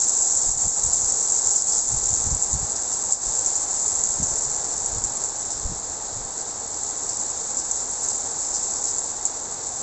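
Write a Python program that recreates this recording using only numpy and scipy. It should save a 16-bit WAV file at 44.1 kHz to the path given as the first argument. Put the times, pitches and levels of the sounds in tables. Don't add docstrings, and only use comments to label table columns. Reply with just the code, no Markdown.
import sys
import numpy as np
from scipy import signal
from scipy.fft import rfft, irfft
from scipy.io import wavfile

SR = 44100
rng = np.random.default_rng(int(sys.argv[2]) if len(sys.argv) > 2 else 0)


def wav_out(sig):
    wavfile.write(sys.argv[1], SR, np.round(np.clip(np.atleast_2d(sig).T, -1, 1) * 32767).astype(np.int16))


N = 433062
TIME = np.arange(N) / SR

# time in seconds, relative level in dB.
SHOWER = [(0, -15), (.5, -17.5), (1.8, -16.5), (2.65, -22.5), (3.4, -19.5), (4.45, -20.5), (5.7, -27),
          (6.5, -28.5), (6.85, -25), (8.85, -22), (9.25, -27), (9.82, -26.5)]
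# frequency in Hz, relative density in dB per Hz.
TICK = [(1500, -64), (3000, -45), (4000, -33.5), (5000, -26), (6000, -11), (6700, -5), (7200, 0),
        (7550, 0.8), (7720, 0.5), (8000, -15.5), (8250, -15.5), (8480, -31.5), (8650, -66)]


def patter():
    hits = impacts(per_s=2100, spread_db=3.5, largest=4.2)
    crown = 0.8 * splash(hits, decay_s=0.003, per_s=5000)
    spray = 1.02 * splash(hits, decay_s=0.0035, per_s=4000)
    ticks = evened(colour(hits + crown + spray, TICK))
    level_db = follow(SHOWER) - 5.0 + 0.85 * drift(25)
    return ticks * gain_of(level_db)


def splash(hits, decay_s, per_s):
    fade = np.exp(-2 / (decay_s * SR))
    energy = signal.lfilter([1 - fade], [1, -fade], hits ** 2)
    droplets = evened(rng.standard_normal(N) * (rng.random(N) < per_s / SR))
    return np.sqrt(energy) * droplets


def large_drops():
    # start in seconds, relative peak in dB.
    drops = [(0.2088, -10), (0.2217, -6), (0.619, -8), (0.6802, -5), (0.933, -4), (0.9818, -11),
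             (1.289, -11), (1.3203, -6.5), (1.5598, -5.5), (2.139, -6), (2.4238, -5), (2.5293, -7),
             (3.1232, -0.5), (3.461, -6), (3.555, -6), (3.5991, -13), (3.861, -10), (3.918, -16),
             (4.0368, -4), (4.1067, -11.5), (4.2292, -9), (5.039, -9.5), (5.238, -11), (7.2113, -12),
             (7.5696, -9.5), (7.7122, -8.5), (8.0858, -8), (8.983, -9.5), (9.2528, -5)]
    pitch_hz, scatter_hz = 7240, 200
    smack_s, spray_decay_s, droplets_per_s = 0.0002, 0.022, 3000
    out, t = np.zeros(N), np.arange(3072) / SR
    for start_s, db in drops:
        hz = pitch_hz + scatter_hz * rng.standard_normal()
        age = t / smack_s
        ring = age ** 2 * np.exp(-age) * np.sin(2 * np.pi * hz * t)
        smack = colour(ring, TICK)
        smack *= gain_of(db - 0.8) / abs(smack).max()
        add(out, start_s, smack)
        add(out, start_s + rng.uniform(0.0014, 0.011), 0.48 * smack)
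        droplets = evened(rng.standard_normal(len(t)) * (rng.random(len(t)) < droplets_per_s / SR))
        spray_db = 0.97 * db - 15.5
        add(out, start_s, gain_of(spray_db) * colour(droplets * np.exp(-t / spray_decay_s), TICK))
    return out


def runoff():
    # start in seconds, relative level in dB.
    slaps = [(1.72, -24), (2.754, -33), (3.115, -27), (5.501, -28.5), (6.39, -34), (7.09, -28.5),
             (7.14, -39), (7.58, -33.5), (8.1, -34), (8.54, -27), (8.76, -31), (8.87, -29)]
    # frequency in Hz, relative density in dB per Hz.
    splat_spectrum = [(2000, -47.5), (3200, -35), (4300, -14), (5400, -3), (6500, -0.5), (7500, 7),
                      (8000, 0.5), (8600, -36)]
    trickle_db = -18
    attack_s, decay_s = 0.00091, 0.033
    swell = gain_of(follow(SHOWER) + trickle_db + 2.5 * drift(18))
    t = np.arange(SR // 4) / SR
    slap = (1 - np.exp(-t / attack_s)) * np.exp(-t / decay_s)
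    for start_s, db in slaps:
        add(swell, start_s, gain_of(db) * slap)
    ticks = evened(colour(impacts(per_s=2800, spread_db=3.5, largest=3.8), splat_spectrum))
    return gain_of(2.0) * swell * ticks


def wind():
    # peak time in seconds, level in dB, upper reach in Hz.
    thumps = [(0.489, -29.5, 70), (.67, -31.5, 130), (0.859, -32, 70), (1.93, -34, 190), (2.134, -33, 130),
              (2.277, -29, 110), (2.335, -23.5, 101), (2.545, -28.5, 150), (2.63, -35, 120),
              (3.291, -35, 65), (4.215, -28, 248), (4.33, -39, 100), (4.48, -41, 101), (4.979, -35, 170),
              (5.711, -32.5, 220)]
    half_width_s = 0.016
    rumble = evened(eddies(reach_hz=133, size=N))
    out = rumble * wind_push() * gain_of(1.5 + 1.2 * drift(22))
    t = np.arange(-SR // 8, SR // 8) / SR
    push = np.exp(-0.5 * (t / half_width_s) ** 2)
    for peak_s, db, reach_hz in thumps:
        low_cut = signal.butter(1, 0.3 * reach_hz, "highpass", fs=SR)
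        thump = push * signal.lfilter(*low_cut, eddies(reach_hz, size=len(t)))
        thump *= np.linalg.norm(push) / np.linalg.norm(thump)
        add(out, peak_s + t[0], gain_of(db) * thump)
    return out


def eddies(reach_hz, size):
    # frequency in Hz, relative density in dB per Hz.
    wind_spectrum = [(5, -18), (15, -1.5), (35, 0), (70, -3), (120, -3.5), (190, -7.5), (350, -13.5),
                     (700, -37), (2000, -67)]
    swirl = colour(rng.standard_normal(size + SR // 4), wind_spectrum, size=16384)
    low_pass = signal.butter(2, reach_hz, fs=SR, output="sos")
    return signal.sosfilt(low_pass, swirl)[-size:]


def wind_push():
    # peak time in seconds, swell time in seconds, relative level in dB.
    gusts = [(.55, 0.1, -41), (.97, .14, -43.5), (1.5, .04, -48), (2.1, 0.18, -40), (2.58, 0.082, -35.5),
             (4.25, 0.22, -41), (4.96, 0.1, -36), (5.68, 0.12, -40), (6.2, 0.082, -41)]
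    fall_ratio = 0.96
    breeze_db, flutter_db, flutter_hz = -57, 3.5, 22
    power = np.zeros(N)
    for peak_s, swell_s, db in gusts:
        away = np.maximum(peak_s - TIME, (TIME - peak_s) / fall_ratio) / swell_s
        power += (gain_of(db) * np.exp(-away)) ** 2
    flutter = gain_of(flutter_db * drift(flutter_hz))
    return np.sqrt(gain_of(breeze_db) ** 2 + power * flutter ** 2)


def town():
    # time in seconds, relative level in dB.
    town_level = [(0, -40.5), (4.7, -39), (5.8, -41), (8.4, -40), (9.82, -40.5)]
    # frequency in Hz, relative density in dB per Hz.
    wash_spectrum = [(20, -9.5), (60, -4), (120, -7), (165, -10), (240, -5.5), (380, -5), (425, -1),
                     (600, -4), (690, -2.5), (800, 1.5), (920, -1.5), (1020, -5.5), (1600, -12),
                     (2900, -26), (4000, -42.5)]
    hiss_spectrum = [(2000, -28), (3000, -15.5), (3600, -4.5), (4300, 0), (5200, 0), (6500, 5.5),
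                     (7500, 14), (8000, -1.5), (8500, -37)]
    wash_db = follow(town_level) + 0.5 + 0.3 * drift(7.0)
    wash = colour(rng.standard_normal(N), wash_spectrum) * gain_of(wash_db)
    hiss = evened(colour(impacts(per_s=9000, spread_db=1.5, largest=2.9), hiss_spectrum))
    hiss_db = -36.0 + 0.15 * (follow(SHOWER) + 22.5) + 0.47 * drift(6)
    return wash + hiss * gain_of(hiss_db)


def impacts(per_s, spread_db, largest):
    size = gain_of(spread_db * np.minimum(rng.exponential(1, N), largest))
    return size * rng.choice([-1., 1.], N) * (rng.random(N) < per_s / SR)


def colour(x, spectrum, size=4096):
    hz, db = np.transpose(spectrum)
    bin_hz = abs(np.fft.fftfreq(size, 1 / SR))
    bin_db = np.interp(np.log(bin_hz + 1), np.log(hz), db)
    log_gain = np.log(gain_of(bin_db))
    ring = np.fft.ifft(np.exp(np.conj(signal.hilbert(log_gain)))).real[:size // 2]
    return signal.oaconvolve(x, ring / np.linalg.norm(ring))[:len(x)]


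def drift(rate_hz):
    hz = np.fft.rfftfreq(N, 1 / SR)
    shape = np.exp(-(hz / rate_hz) ** 2) * hz / (hz + 1)
    return evened(irfft(rfft(rng.standard_normal(N)) * shape, N))


def follow(curve):
    return np.interp(TIME, *np.transpose(curve))


def gain_of(db):
    return 10 ** (np.asarray(db) / 20)


def evened(x):
    return x / np.sqrt(np.mean(x ** 2) + 1e-20)


def add(mix, start_s, sound):
    part = mix[max(0, round(start_s * SR)):][:len(sound)]
    part += sound[:len(part)]


def scene():
    # centre in seconds, depth in dB.
    dips = [(.545, 4), (.72, 3.5), (1.63, 3), (1.85, 2.5), (3.175, 5.5)]
    half_width_s = 0.047
    dip_db = sum(db * np.exp(-((TIME - centre_s) / half_width_s) ** 4) for centre_s, db in dips)
    mix = town() + patter() + large_drops() + runoff() + wind()
    return (mix * gain_of(-dip_db))[None]


def record(dry):
    ceiling, edge_hz = 0.55, 8650
    envelope = abs(signal.hilbert(dry))
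    rounded = dry / (1 + (envelope / ceiling) ** 6) ** (1 / 6)
    low_pass = signal.firwin(511, edge_hz, window=("kaiser", 9), fs=SR)
    return signal.oaconvolve(rounded, low_pass[None], "same")


dry = scene()
out = record(dry)
wav_out(out)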